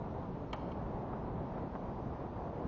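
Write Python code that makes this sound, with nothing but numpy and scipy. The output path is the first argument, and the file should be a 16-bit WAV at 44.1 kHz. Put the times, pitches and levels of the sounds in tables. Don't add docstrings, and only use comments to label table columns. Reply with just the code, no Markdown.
import sys
import numpy as np
from scipy import signal
from scipy.fft import rfft, irfft, dct, next_fast_len
from scipy.io import wavfile
from scipy.ndimage import uniform_filter1d, map_coordinates

SR = 44100
rng = np.random.default_rng(int(sys.argv[2]) if len(sys.argv) > 2 else 0)


def put_to_file(sound):
    columns = np.atleast_2d(sound).T
    safe = np.clip(columns, -1, 1)
    whole_steps = np.round(safe * 32767)
    wavfile.write(sys.argv[1], SR, whole_steps.astype(np.int16))


def volts_from_decibels(level):
    exponent = np.asarray(level, float) / 20
    return 10 ** exponent


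N = 117747

CAMERA_HZ = 24000
LEAD = 2618


def unit(x):
    return x / np.sqrt(np.mean(x ** 2) + 1e-20)


def along(points, hz):
    f, v = np.transpose(points)
    return np.interp(np.log(hz + 1), np.log(f + 1), v)


def curve(rows):
    s, v = np.transpose(rows)
    return np.interp(np.arange(N) / SR, s, v)


def wobble(rate):
    knots = rng.standard_normal(int(N * 40 / SR) + 4)
    return map_coordinates(knots, [np.arange(N) * min(rate, 40) / SR])


def filtered(x, response):
    m = next_fast_len(N + SR // 2)
    return irfft(rfft(x, m) * response(np.fft.rfftfreq(m, 1 / SR)), m)[:N]


def shaped_noise(spectrum, x):
    return unit(filtered(x, lambda hz: volts_from_decibels(along(spectrum, hz))))


def rush(spectrum, patchy_db):
    z = signal.stft(rng.standard_normal(N + 512), nperseg=512)[2]
    field = uniform_filter1d(rng.standard_normal(z.shape), size=6, axis=0)
    field = uniform_filter1d(field, size=10, axis=1)
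    x = signal.istft(z * volts_from_decibels(patchy_db * unit(field)), nperseg=512)[1][:N]
    return shaped_noise(spectrum, x)


def traffic(gust_db):
    # (time [s], level [dB])
    road_level = [(0.0, -45), (0.5, -45.5), (0.94, -44), (1.87, -45), (2.67, -45)]
    # (frequency [Hz], density [dB per Hz])
    road_tone = [(150, -20.5), (250, -2.5), (700, -4.5), (930, -6), (1450, -21), (2500, -35), (4000, -50),
                 (9000, -79)]
    level_db = curve(road_level) + 0.35 * wobble(9) + gust_db
    return volts_from_decibels(level_db) * rush(road_tone, patchy_db=0.6)


def wind(gust_db):
    # (time [s], level [dB])
    gust_level = [(0.0, -41.5), (0.43, -43), (0.49, -49), (0.53, -38), (0.57, -47), (0.65, -42),
                  (0.85, -45.5), (0.86, -39), (1.04, -43.5), (1.4, -41), (1.46, -44.5), (1.64, -42),
                  (1.73, -45), (2.07, -42), (2.19, -45), (2.57, -44.5), (2.62, -42.5), (2.67, -37)]
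    # (frequency [Hz], density [dB per Hz])
    rumble_tone = [(9, -33), (15, -11.5), (54, 0), (104, -0.5), (190, -0.5), (400, -15), (520, -36.5),
                   (880, -120)]
    level_db = curve(gust_level) + 0.27 * wobble(14) + 0.52 * gust_db
    return volts_from_decibels(level_db) * rush(rumble_tone, patchy_db=0.18)


def leaves():
    # (frequency [Hz], density [dB per Hz])
    hiss_tone = [(800, -27), (2000, -1), (3500, -3.5), (6500, -12.5), (9000, -17.5)]
    return volts_from_decibels(-75 + .3 * wobble(3)) * rush(hiss_tone, patchy_db=0.0)


def swell(t, peak_s):
    return t / peak_s * np.exp(1 - t / peak_s)


def contact(t, held_s):
    rise_s, release_t60_s = .001, .02
    rise = 1 - np.exp(-(t / rise_s) ** 2)
    return rise * volts_from_decibels(-60 * np.maximum(t - held_s, 0) / release_t60_s)


def reflected(x):
    # (delay [s], level [dB], dull above [Hz], thin below [Hz])
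    returns = [(0.013, -14.5, 5530, 50), (.02, -11, 1500, 50), (.046, -18, 7000, 2500),
               (0.055, -18, 7000, 2500), (.066, -19, 7000, 2500), (0.086, -16, 7000, 2000),
               (.099, -16, 2000, 50), (0.1866, -2, 5500, 3950), (.192, -8, 6000, 5000)]

    def paths(f):
        total = 1
        for delay_s, db, dull_hz, thin_hz in returns:
            delay = np.exp(-2j * np.pi * f * delay_s)
            thinning = (f / (f - 1j * thin_hz)) ** 2
            total = total + volts_from_decibels(db) * delay / (1 + 1j * f / dull_hz) ** 4 * thinning
        return total

    return filtered(x, paths)


def stroke():
    # (frequency [Hz], level [dB], held [s])
    modes = [(140, -2.5, .007), (816, -4.5, .008), (973, 1, .008), (1276, -3.5, .008), (1560, -12.5, .006),
             (1860, -11.5, .008), (2231, -8.5, 0.0071), (2835, -15.5, .006), (3158, -11, 0.0054),
             (3870, -20.5, 0.0054), (4204, -20, .006), (5240, -24.5, .006), (6290, -25.5, 0.0049),
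             (7370, -29, 0.0074)]
    # (frequency [Hz], level [dB])
    snap_tone = [(150, -6), (1000, -4), (2000, -7), (3200, -6), (3600, -17), (5000, -16), (6300, -21),
                 (7500, -30)]
    # (frequency [Hz], level [dB])
    knock_tone = [(300, -30), (600, 0), (1000, -2), (1700, -16), (3000, -24), (4500, -36)]
    stroke_s, stroke_db = .5289, -38
    snap_db, knock_db = -6, -5
    t = np.maximum(np.arange(N) / SR - stroke_s, 0)
    ring = np.zeros(N)
    for hz, db, held_s in modes:
        ring += volts_from_decibels(db) * np.sin(2 * np.pi * hz * t) * contact(t, held_s)
    snap = shaped_noise(snap_tone, rng.standard_normal(N)) * contact(t, .005)
    knock = shaped_noise(knock_tone, rng.standard_normal(N)) * swell(t, .011)
    direct = volts_from_decibels(stroke_db) * (ring + volts_from_decibels(snap_db) * snap)
    return reflected(direct) + volts_from_decibels(stroke_db + knock_db) * knock, direct


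def scatter(x):
    # (frequency [Hz], decay by 60 dB [s])
    decay = [(500, .9), (2000, .9), (4000, .7), (6500, .45)]
    wait_s, rise_s = .02, .02
    hz, t, z = signal.stft(rng.standard_normal(SR), SR, nperseg=256)
    fall = volts_from_decibels(-60 * t / along(decay, hz)[:, None])
    tail = signal.istft(z * fall * (1 - np.exp(-t / rise_s)), SR, nperseg=256)[1]
    delayed = np.pad(x, (round(wait_s * SR), 0))
    return signal.fftconvolve(delayed, tail / np.linalg.norm(tail))[:N]


def bounces():
    # (time [s], peak level [dB])
    landings = [
        (.8605, -39),
        (1.1330, -34),
        (1.5760, -35),
        (1.7528, -33),
    ]
    # (centre [Hz], width [Hz], level [dB])
    cavity = [(400, 400, -4), (880, 450, 0)]
    push_db, skid_db, skid_swell_s = 30, -13.5 - 10.5, .004
    contact_hz = 1900
    felt, t = rng.standard_normal(N), np.arange(N) / SR
    blows = np.zeros(N)
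    for s, db in landings:
        push = np.arange(N) == round(s * SR)
        skid = felt * swell(np.maximum(t - s, 0), skid_swell_s)
        blows += volts_from_decibels(db + push_db) * (push + volts_from_decibels(skid_db) * skid)

    def ball(f):
        modes = 0
        for hz, width, db in cavity:
            modes = modes + volts_from_decibels(db) * 1j * f * width / (hz * hz - f * f + 1j * f * width)
        return modes / (1 + 1j * f / contact_hz) ** 4

    return filtered(blows, ball)


def blocks(v, size, shift, alpha, top_hz, db):
    # (frequency [Hz], step [dB])
    step_curve = [(100, -52), (1000, -57), (1800, -60), (3500, -63), (5000, -65), (6700, -69)]
    mask_db, mask_hz = 0, 4800
    count = (len(v) - shift) // size - 1
    at = shift + size * np.arange(count)[:, None] + np.arange(2 * size)
    window = signal.windows.kaiser_bessel_derived(2 * size, alpha * np.pi)
    a, b, c, d = np.split(v[at] * window, 4, axis=1)
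    lines = dct(np.hstack([-c[:, ::-1] - d, a - b[:, ::-1]]), 4, axis=1, norm="ortho")
    hz = (np.arange(size) + .5) * CAMERA_HZ / (2 * size)
    near = np.sqrt(abs(uniform_filter1d(lines ** 2, size=8, axis=1)))
    step = np.maximum(volts_from_decibels(along(step_curve, hz) + db), volts_from_decibels(mask_db) * near * (hz > mask_hz))
    whole = np.floor(abs(lines / step) ** .75 + .4054)
    start_s = at[:, :1] / CAMERA_HZ - LEAD / SR
    lines = np.sign(lines) * whole ** (4 / 3) * step * (hz < top_hz(start_s))
    p, q = np.split(dct(lines, 4, axis=1, norm="ortho"), 2, axis=1)
    back = np.hstack([q, -q[:, ::-1], -p[:, ::-1], -p]) * window
    return np.bincount(at.ravel(), back.ravel(), len(v))


def camera(x):
    short_from_s, short_to_s, switch_s = .5167, .5593, .004

    def long_top(s):
        return 6750

    def short_top(s):
        return np.where((s > .524) & (s < .531), 7500, 4600)

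    v = signal.resample_poly(np.pad(x, (LEAD, 2 * LEAD), "reflect"), 80, 147)
    slow = blocks(v, 1024, 0, 4, long_top, db=0)
    fast = blocks(v, 128, 64, 1.5, short_top, db=3.5)
    t = np.arange(len(v)) / CAMERA_HZ - LEAD / SR
    inside_s = np.minimum(t - short_from_s, short_to_s - t)
    share = np.clip(inside_s / switch_s + .5, 0, 1)
    return signal.resample_poly(slow + share * (fast - slow), 147, 80)[LEAD:LEAD + N]


def scene():
    gust_db = 0.95 * wobble(30)
    background = traffic(gust_db) + wind(gust_db) + leaves()
    heard, direct = stroke()
    far = bounces()
    diffuse = volts_from_decibels(-16.5) * scatter(direct + far)
    return (background + heard + far + diffuse)[None]


def low_pass(x):
    return signal.sosfilt(signal.butter(12, 7560, fs=SR, output="sos"), x)


def record(dry):
    mix = camera(dry[0])[None]
    return low_pass(mix)


dry = scene()
out = record(dry)
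put_to_file(out)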